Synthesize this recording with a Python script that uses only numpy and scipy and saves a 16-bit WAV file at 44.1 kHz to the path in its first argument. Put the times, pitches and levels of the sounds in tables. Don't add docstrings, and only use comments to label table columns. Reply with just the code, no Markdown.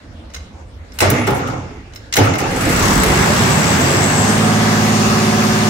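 import sys
import numpy as np
from scipy import signal
from scipy.io import wavfile
from scipy.ndimage import uniform_filter1d

SR = 44100
rng = np.random.default_rng(int(sys.argv[2]) if len(sys.argv) > 2 else 0)


def makeup_ratio(level_db):
    decades = np.asarray(level_db, float) / 20
    return 10 ** decades


def inscribe(sig):
    pcm = np.round(np.clip(np.atleast_2d(sig).T, -1, 1) * 32767)
    wavfile.write(sys.argv[1], SR, pcm.astype(np.int16))


N = 250929
TIME = np.arange(N) / SR
CYLINDERS = 6
GOVERNED_PER_S, SETTLES_S, SETTLE_TIME_S = 108, 4.25, 0.27


def rms_one(x):
    return x / np.sqrt(np.mean(x ** 2) + 1e-20)


def in_time(rows):
    s, *columns = np.transpose(rows)
    inside = np.clip(np.minimum(TIME - s[0], s[-1] + 0.05 - TIME) / 0.008, 0, 1)
    return [np.interp(TIME, s, column) for column in columns], inside


def at_hz(points, hz):
    points_hz, values = np.transpose(points)
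    return np.interp(np.log(hz), np.log(points_hz), values)


def drift(rate_hz):
    r = np.exp(-128 * np.pi * rate_hz / SR)
    slow = signal.lfilter([1], [1, -2 * r, r * r], rng.standard_normal(N // 64 + 1002))[1000:]
    return np.interp(np.arange(N) / 64, np.arange(len(slow)), rms_one(slow))


def filtered(x, order, hz, kind):
    return signal.sosfilt(signal.butter(order, hz, kind, fs=SR, output="sos"), x)


def resonance(x, hz, width_hz):
    r = np.exp(-np.pi * width_hz / SR)
    zeros = np.array([1, 0, -1]) * (1 - r * r) / 2
    return signal.lfilter(zeros, [1, -2 * r * np.cos(2 * np.pi * hz / SR), r * r], x)


# (frequency [Hz], correlation [-1 to 1])
LIKENESS = [(60, 0.99), (130, 0.95), (290, 0.94), (640, 0.33), (1410, -0.062), (3100, -0.018),
            (6820, 0.033), (15000, -0.13)]
# (frequency [Hz], difference [dB])
LEAN = [(60, -1.5), (130, -1.5), (290, -2.5), (640, -3), (1410, 0.5), (3100, -1), (6820, 6.5),
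        (15000, -4.5)]


def spread(mid, side, hz):
    alike = np.clip(at_hz(LIKENESS, hz), -1, 1)
    lean = makeup_ratio(at_hz(LEAN, hz) / 2 * np.array([[1], [-1]]))
    return lean * (np.sqrt(1 + alike) * mid + np.sqrt(1 - alike) * side * [[1], [-1]]) / np.sqrt(2)


def coloured(source, spectrum, splits_hz, levels_db, patchy_db):
    edges = 28 * 2 ** (np.arange(29) / 3)
    centres = np.sqrt(edges[1:] * edges[:-1])
    region = np.searchsorted(splits_hz, centres)
    power = makeup_ratio(2 * at_hz(spectrum, np.minimum(centres, SR / 3))) * np.diff(edges)
    gains, out = [makeup_ratio(db) for db in levels_db], 0
    for k, hz in enumerate(centres):
        mid, side = rms_one(filtered(source(k, hz), 2, edges[k:k + 2], "band"))
        share = np.sqrt(power[k] / power[region == region[k]].sum())
        level = share * gains[region[k]] * makeup_ratio(patchy_db * drift(6.2))
        out = out + spread(mid, side, hz) * level
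    return out


# (frequency [Hz], density [dB per Hz])
HUM = [(15, -60), (25, -19), (48, -14.5), (70, -3.5), (128, -24), (273, -22.5), (378, -31.5), (496, -29),
       (568, -29), (617, -29.5), (878, -34.5), (1030, -34), (1980, -39), (5570, -47.5), (16500, -75.5)]


def hum():
    white = rng.standard_normal((2, 2, N))
    return coloured(lambda k, hz: white[k % 2], HUM, [], [-37], patchy_db=-3.0)


def pump_house(x, t60_s, cut_hz):
    t = TIME[:int(SR * 0.9)]
    tail = rng.standard_normal((2, len(t))) * makeup_ratio(-60 * t / t60_s) * (t > 0.004)
    tail = filtered(tail, 1, cut_hz, "low")
    tail = tail / np.sqrt(np.sum(tail ** 2, axis=1, keepdims=True))
    return signal.fftconvolve(x, tail, axes=1)[:, :N]


# (time [s], peak [dB], top above 7 kHz [dB], part struck [Hz])
TICKS = [(0.3007, -37, -55, 3000), (0.336, -23, -36, 6630), (0.343, -14.5, -27, 4030),
         (0.3476, -16.5, -36, 6600), (0.3602, -21, -40, 2100), (0.3654, -21, -35, 3750),
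         (0.919, -30, -48, 5350), (0.9869, -5.5, -11.5, 3040), (1.0035, 4, -7, 2990),
         (1.022, 4.5, -40, 480), (1.0998, -4, -3.5, 3570), (1.2732, -7, -27, 1680),
         (1.3044, -15, -21, 2120), (1.4711, -15, -35, 1400), (1.922, -36, -64, 1450),
         (1.934, -25, -47, 2490), (1.948, -37, -35, 5100), (1.958, -18.5, -29, 5070),
         (1.9704, -28, -40, 5000), (2.1249, -2.5, -26, 5100), (2.1368, 2, -11, 6200), (2.155, -4, -12, 895),
         (2.166, 3.5, -5, 2730), (2.1714, -1.5, -22, 2200), (2.184, 6, -40, 258), (2.3361, -11, -26, 2060),
         (2.3535, -12, -26, 2080), (2.4024, -13, -31, 5900), (2.61, -23, -36, 5800),
         (3.033, -2.5, -9, 2130)]
# (frequency [Hz], level [dB], t60 [s])
LEVER = [(1545, -6, .035), (2130, -2, .045), (2990, -4, .03), (4050, -3, .03), (5350, -4, .03),
         (6000, -4, .03), (6600, -4, .022)]


def ticks():
    out, after_s = np.zeros((2, N)), TIME[:SR // 4]
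    modes_hz = np.array(LEVER)[:, 0]
    white = rng.standard_normal((len(TICKS), 2, len(after_s)))
    luck = rng.standard_normal((len(TICKS), len(LEVER)))
    for (s, peak_db, top_db, part_hz), noise, chance in zip(TICKS, white, luck):
        t60_s = 0.045 + 24.0 / part_hz
        ring_db = -12 - 0.2 * peak_db
        fall = (1 - np.exp(-after_s / 0.0011)) * makeup_ratio(-60 * after_s / t60_s)
        body = filtered(noise, 2, [part_hz / 4, min(part_hz * 2, 7500)], "band")
        top = filtered(noise, 3, 7000, "high")
        sound = makeup_ratio(peak_db - 15) * fall * rms_one(body)
        sound += makeup_ratio(top_db - 5.5) * fall * rms_one(top)
        octaves_off = np.abs(np.log2(modes_hz / part_hz))
        reach_db = 2 * chance - np.minimum(30 * octaves_off, 8)
        for (hz, db, ring_t60_s), near_db in zip(LEVER, reach_db):
            r, w = makeup_ratio(-60 / (ring_t60_s * SR)), 2 * np.pi * hz / SR
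            ring = signal.lfilter([0, np.sin(w)], [1, -2 * r * np.cos(w), r * r], noise * fall ** 4)
            sound += makeup_ratio(peak_db + ring_db + db + near_db) * ring / np.abs(ring).max()
        start = round(s * SR)
        out[:, start:start + len(after_s)] += sound
    return out


def whistle(track, gate, half_width_hz, wander_hz):
    (hz, db), on = in_time(track)
    narrow = signal.butter(2, half_width_hz, fs=SR, output="sos")
    slow = signal.sosfilt(narrow, rng.standard_normal((2, 2, N)))
    angle = 2 * np.pi * np.cumsum(hz + wander_hz * drift(18.0)) / SR
    band = rms_one(slow[0] * np.cos(angle) + slow[1] * np.sin(angle))
    return on * gate ** 2 * makeup_ratio(db + 1.2 * drift(20.0)) * spread(*band, 6400)


# (time [s], frequency [Hz], level [dB])
SQUEAL = [
    (1.17, 10000, -48),
    (1.24, 10000, -44),
    (1.29, 9900, -63),
    (1.35, 10000, -41),
    (1.38, 10000, -65),
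]


def pinion_squeal():
    return whistle(SQUEAL, 1, 250, wander_hz=50)


# (time [s], strength [dB], held [s], brightness [dB])
STARTER = [(0.93, -45, 0.11, 12), (0.998, -12, 0.065, 4.5), (1.096, -13.5, 0.016, -8),
           (1.262, -9.5, 0.016, -7.5), (1.34, -21, 0.14, -4), (1.468, -19.5, 0.029, -8),
           (1.93, -54, .05, -1), (2.16, -9.5, 0.03, -0.5), (2.23, -16.5, 0.08, -2.5),
           (2.378, -19, 0.016, 8), (2.5, -19, 0.18, -9), (2.6, -22.5, 0.07, 7.5), (2.69, -23, 0.076, 9.5)]
# (above the blow [dB], rise [s], share of the hold [0-1], fall [dB per s], share of brightness [0-1])
PARTS = [
    (-0.5, 0.03, 1, 65, 0.31),
    (-1, 0.02, 0.65, 67.5, 0.34),
    (-9.5, 0.01, 0.43, 53.5, 0.91),
    (-16, 0.0072, 0.24, 320, 0.88),
]


def blows_db():
    power = np.full((len(PARTS), N), 1e-12)
    for s, db, held_s, bright_db in STARTER:
        at = round(s * SR)
        t = TIME[:min(SR, N - at)]
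        for k, (above_db, rise_s, hold, fall, bright) in enumerate(PARTS):
            fallen_db = fall * np.maximum(t - rise_s - hold * held_s, 0)
            level_db = db + above_db + bright * bright_db - fallen_db
            rise = np.minimum(t / max(rise_s, 0.001), 1)
            power[k, at:at + len(t)] += rise ** 4 * makeup_ratio(2 * level_db)
    return 10 * np.log10(power)


# (frequency [Hz], density [dB per Hz])
CASING = [(18, -47), (30, -45.5), (98, -1), (190, -8.5), (276, -4.5), (676, -14.5), (752, -13), (953, -23),
          (2100, -16), (3970, -33), (6050, -31), (10300, -48), (12000, -44.5), (15200, -52), (16500, -40)]
# (frequency [Hz], width [Hz], level [dB])
FRAME = [(96, 80, -4), (130, 270, 9), (279, 69, -1), (385, 22, -0.5), (2150, 500, -3), (5900, 500, -22)]


def starter():
    white = rng.standard_normal((2, 2, N))
    struck = rng.random((2, N)) < 250 / SR
    size = makeup_ratio(3.6 * np.minimum(rng.exponential(1, (2, N)), 2))
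    knocks = struck * size * rng.choice([-1, 1], (2, N))
    drive = knocks + 1e-9 * white[0]
    frame = sum(makeup_ratio(db) * rms_one(resonance(drive, hz, width_hz)) for hz, width_hz, db in FRAME)
    rough = 0.5 * rms_one(knocks) + white + makeup_ratio(-3.5) * rms_one(frame)
    return coloured(lambda k, hz: rough[k % 2], CASING, [350, 1500, 7000], blows_db(), patchy_db=2.0)


# (time [s], frequency [Hz], level [dB])
WHISTLE = [(2.55, 7965, -42), (2.72, 7745, -35.5), (2.95, 7800, -33.5), (3.2, 7720, -35), (3.5, 7760, -32),
           (3.85, 7720, -30), (4.23, 7700, -26.5), (4.3, 7720, -33), (4.52, 7750, -41), (4.8, 7700, -42)]
# (time [s], frequency [Hz], level [dB])
UPPER_WHISTLE = [(3.35, 8160, -49), (4.25, 8400, -44), (4.29, 8300, -31), (4.5, 8600, -46)]


def intake_whistle(gate):
    lower = whistle(WHISTLE, gate ** 1.6, 190, wander_hz=50)
    return lower + whistle(UPPER_WHISTLE, gate, 200, wander_hz=50)


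def firing_gate(turns, firing):
    since_firing_s = ((CYLINDERS * turns + 0.1) % 1) / firing
    gate = 0.9 + np.exp(-since_firing_s / 0.012)
    return gate / np.sqrt(uniform_filter1d(gate ** 2, size=4410))


def looped(turns, count):
    angles, sizes = rng.random((2, count)), rng.standard_normal((2, count))
    out = np.zeros((2, N + 1))
    for ear in range(2):
        every = (np.arange(int(turns[-1]) + 1)[:, None] + angles[ear]).ravel()
        at = np.interp(every, turns, np.arange(N), right=N).round().astype(int)
        np.add.at(out[ear], at, np.resize(sizes[ear], len(at)))
    return out[:, :N]


def valve_gear(turns, firing):
    walk = 1.3 * TIME
    blows = np.cos(walk) * looped(turns, count=400) + np.sin(walk) * looped(turns, count=400)
    blows = blows / np.sqrt(firing)
    return blows / blows[:, -SR:].std()


# (frequency [Hz], density [dB per Hz])
RUNNING = [(26, -51), (45, -78), (96, -4.5), (200, -0.5), (255, -3), (310, -14.5), (396, -12), (482, -16.5),
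           (730, -15.5), (1080, -15), (1720, -16), (3660, -27), (7630, -27), (9280, -50), (15500, -58.5)]


def running_noise(turns, firing, repeat, gate, levels_db):
    blows, white = valve_gear(turns, firing), rng.standard_normal((2, 2, N))
    locked = [(400, 1), (1000, 0.9), (1500, 0.8), (2500, 0.6), (4500, 0.1)]      # (Hz, how far it repeats)
    puffing = [(60, 1), (250, 0.9), (700, 0.1), (5000, 0.7)]      # (Hz, share gated)

    def source(k, hz):
        share, puff = at_hz(locked, hz) * repeat, at_hz(puffing, hz)
        clatter = (hz > 1050) * np.sqrt(share) * blows
        return clatter + np.sqrt(1 - share) * white[k % 2] * (1 - puff + puff * gate)
    return coloured(source, RUNNING, [300, 1050, 1250, 8500], levels_db, patchy_db=1.12)


def rocking_bed(turns, firing, burning):
    slow = np.clip(1 - firing / 75, 0, 1)
    rocking = makeup_ratio(-20) * burning * slow * np.sin(2 * np.pi * CYLINDERS * turns)
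    return filtered(rocking, 3, 42, "high")


# (frequency [Hz], width [Hz], level [dB])
PIPES = [(110, 10, -2.5), (166, 40, -6.5), (235.6, 20, 2), (244, 16, -2), (376, 12, -6), (580, 65, -3),
         (725, 24, 1)]


def through_pipes(hz):
    grid_hz = np.geomspace(10, 1200, num=300)
    path = makeup_ratio(-9.5) ** 2
    path = path + sum(makeup_ratio(2 * db) / (1 + (2 * (grid_hz - at) / width_hz) ** 2) for at, width_hz, db in PIPES)
    path = path * grid_hz ** 4 / (grid_hz ** 4 + 45.0 ** 4)
    return np.sqrt(np.interp(hz, grid_hz, path) / np.interp(hz[-1], grid_hz, path))


def start_angle(k):
    luck, pulse_order = rng.random(), 12
    return -0.045 * (k - pulse_order) ** 2 if k < 1.4 * pulse_order else luck


def orders(table, turns, firing, repeat):
    out = 0
    for k, db in table:
        hz = k * firing / CYLINDERS
        swell = through_pipes(hz)
        angle = 2 * np.pi * (k * turns + start_angle(k))
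        steady = 0.4 if k % 3 == 0 else 1
        uneven_db = (9 * steady * (1 - repeat) + k / 25) * drift(3.0)
        out = out + spread(np.sin(angle), np.cos(angle), hz[-1]) * swell * makeup_ratio(db + uneven_db)
    return out / np.sqrt(uniform_filter1d(np.mean(out ** 2, axis=0), size=13230))


STRONG_ORDERS = [6, 9, 12, 21]
# (on settling [dB], change as the listener steps back [dB per s])
STRONG = [(-20, -4), (-22, -4.5), (-20, 1), (-36.5, 10.5)]


def strong_lines(turns, firing, repeat):
    out = 0
    for k, (db, walk_db) in zip(STRONG_ORDERS, STRONG):
        hz = k * firing / CYLINDERS
        angle = 2 * np.pi * (k * turns + start_angle(k))
        waver_db = 5.0 * (1 - repeat) * drift(4.0)
        level_db = db + walk_db * np.clip(TIME - SETTLES_S, 0, 1) + waver_db
        gain = np.sqrt(2) * makeup_ratio(level_db) * through_pipes(hz) * repeat ** 0.63
        out = out + gain * spread(np.sin(angle), np.cos(angle), hz[-1])
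    return out


# (multiple of the four-stroke cycle, level [dB])
EXHAUST = [(1, -49), (2, -30), (3, -28), (4, -27), (5, -24), (7, -15), (8, -12), (10, -21), (11, -11),
           (13, -12), (14, -8), (15, -17), (16, -19), (17, -21), (18, -19), (20, -18), (22, -19), (23, -20),
           (24, -19), (25, -19), (31, -19), (32, -19), (33, -18), (34, -20), (40, -14), (41, -16),
           (42, -18), (44, -20)]


def weak_lines(turns, firing, repeat, exhaust_db, block_db):
    listed = dict(EXHAUST)
    weak = [(k, listed.get(k, -25)) for k in range(1, 59) if k not in STRONG_ORDERS]
    low = makeup_ratio(exhaust_db - 7.0) * orders(weak[:13], turns, firing, repeat)
    return low + makeup_ratio(block_db - 5.0) * orders(weak[13:], turns, firing, repeat)


# (time [s], firing rate [per s])
SPEED = [(2.45, 14), (2.6, 22), (2.78, 31), (3.07, 50.7), (3.28, 64.1), (3.61, 80.8), (3.89, 92.7),
         (4.08, 99.2), (4.36, 108.2), (4.42, 109.3), (4.54, 109.4), (4.78, 108.1), (5.35, 108.3),
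         (5.69, 107.9)]
# (time [s], share of full combustion [0-1])
TAKE_UP = [
    (2.45, 0),
    (2.6, 0.57),
    (2.67, 0.66),
    (2.75, 0.82),
    (2.87, 0.99),
    (3.2, 1),
    (4.2, 0.96),
    (5.69, 0.96),
]
# (full level [dB], weaker before take-up [dB], loss stepping back [dB per s], loss at governed speed [dB])
LAYERS = [
    (-14.5, 10.5, 0.3, 1),
    (-17.5, 31, 1.9, -1.6),
    (-18.5, 15, 0.24, 0.52),
    (-28, 18, -0.6, 7),
]


def engine():
    (firing,), on = in_time(SPEED)
    (burning,), _ = in_time(TAKE_UP)
    speed = firing / GOVERNED_PER_S
    settled = np.clip((TIME - SETTLES_S) / SETTLE_TIME_S, 0, 1)
    repeat = 0.12 + 0.5 * speed + 0.3 * settled
    away_s = np.maximum(TIME - 4.77, 0)
    exhaust_db, block_db, clatter_db, hiss_db = [
        db - weak_db * (1 - burning) - loss * away_s - fast_db * speed
        for db, weak_db, loss, fast_db in LAYERS]
    turns = np.cumsum(firing * (TIME >= 2.45)) / SR / CYLINDERS + 1e-9 * TIME
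    gate = firing_gate(turns, firing)
    levels_db = [exhaust_db - 6, block_db - 3, block_db - 9, clatter_db + 1, hiss_db]
    sound = np.sqrt(repeat) * weak_lines(turns, firing, repeat, exhaust_db, block_db)
    sound = sound + running_noise(turns, firing, repeat, gate, levels_db)
    sound = sound + rocking_bed(turns, firing, burning)
    sound = sound + burning ** 2 * strong_lines(turns, firing, repeat)
    return on * sound + intake_whistle(gate)


def scene():
    contacts = ticks()
    echo = makeup_ratio(-10) * pump_house(contacts, t60_s=0.45, cut_hz=5900)
    return hum() + contacts + echo + pinion_squeal() + starter() + engine()


def band_limit(x):
    return signal.sosfilt(signal.butter(12, 16800, fs=SR, output="sos"), x)


def record(dry):
    rounded = 1.4 * np.tanh(dry / 1.138)
    shelf = signal.sosfilt(signal.cheby2(16, 24, 15900, fs=SR, output="sos"), rounded)
    cut = signal.sosfilt(signal.cheby2(16, 60, 16850, fs=SR, output="sos"), shelf)
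    return band_limit(cut)


dry = scene()
out = record(dry)
inscribe(out)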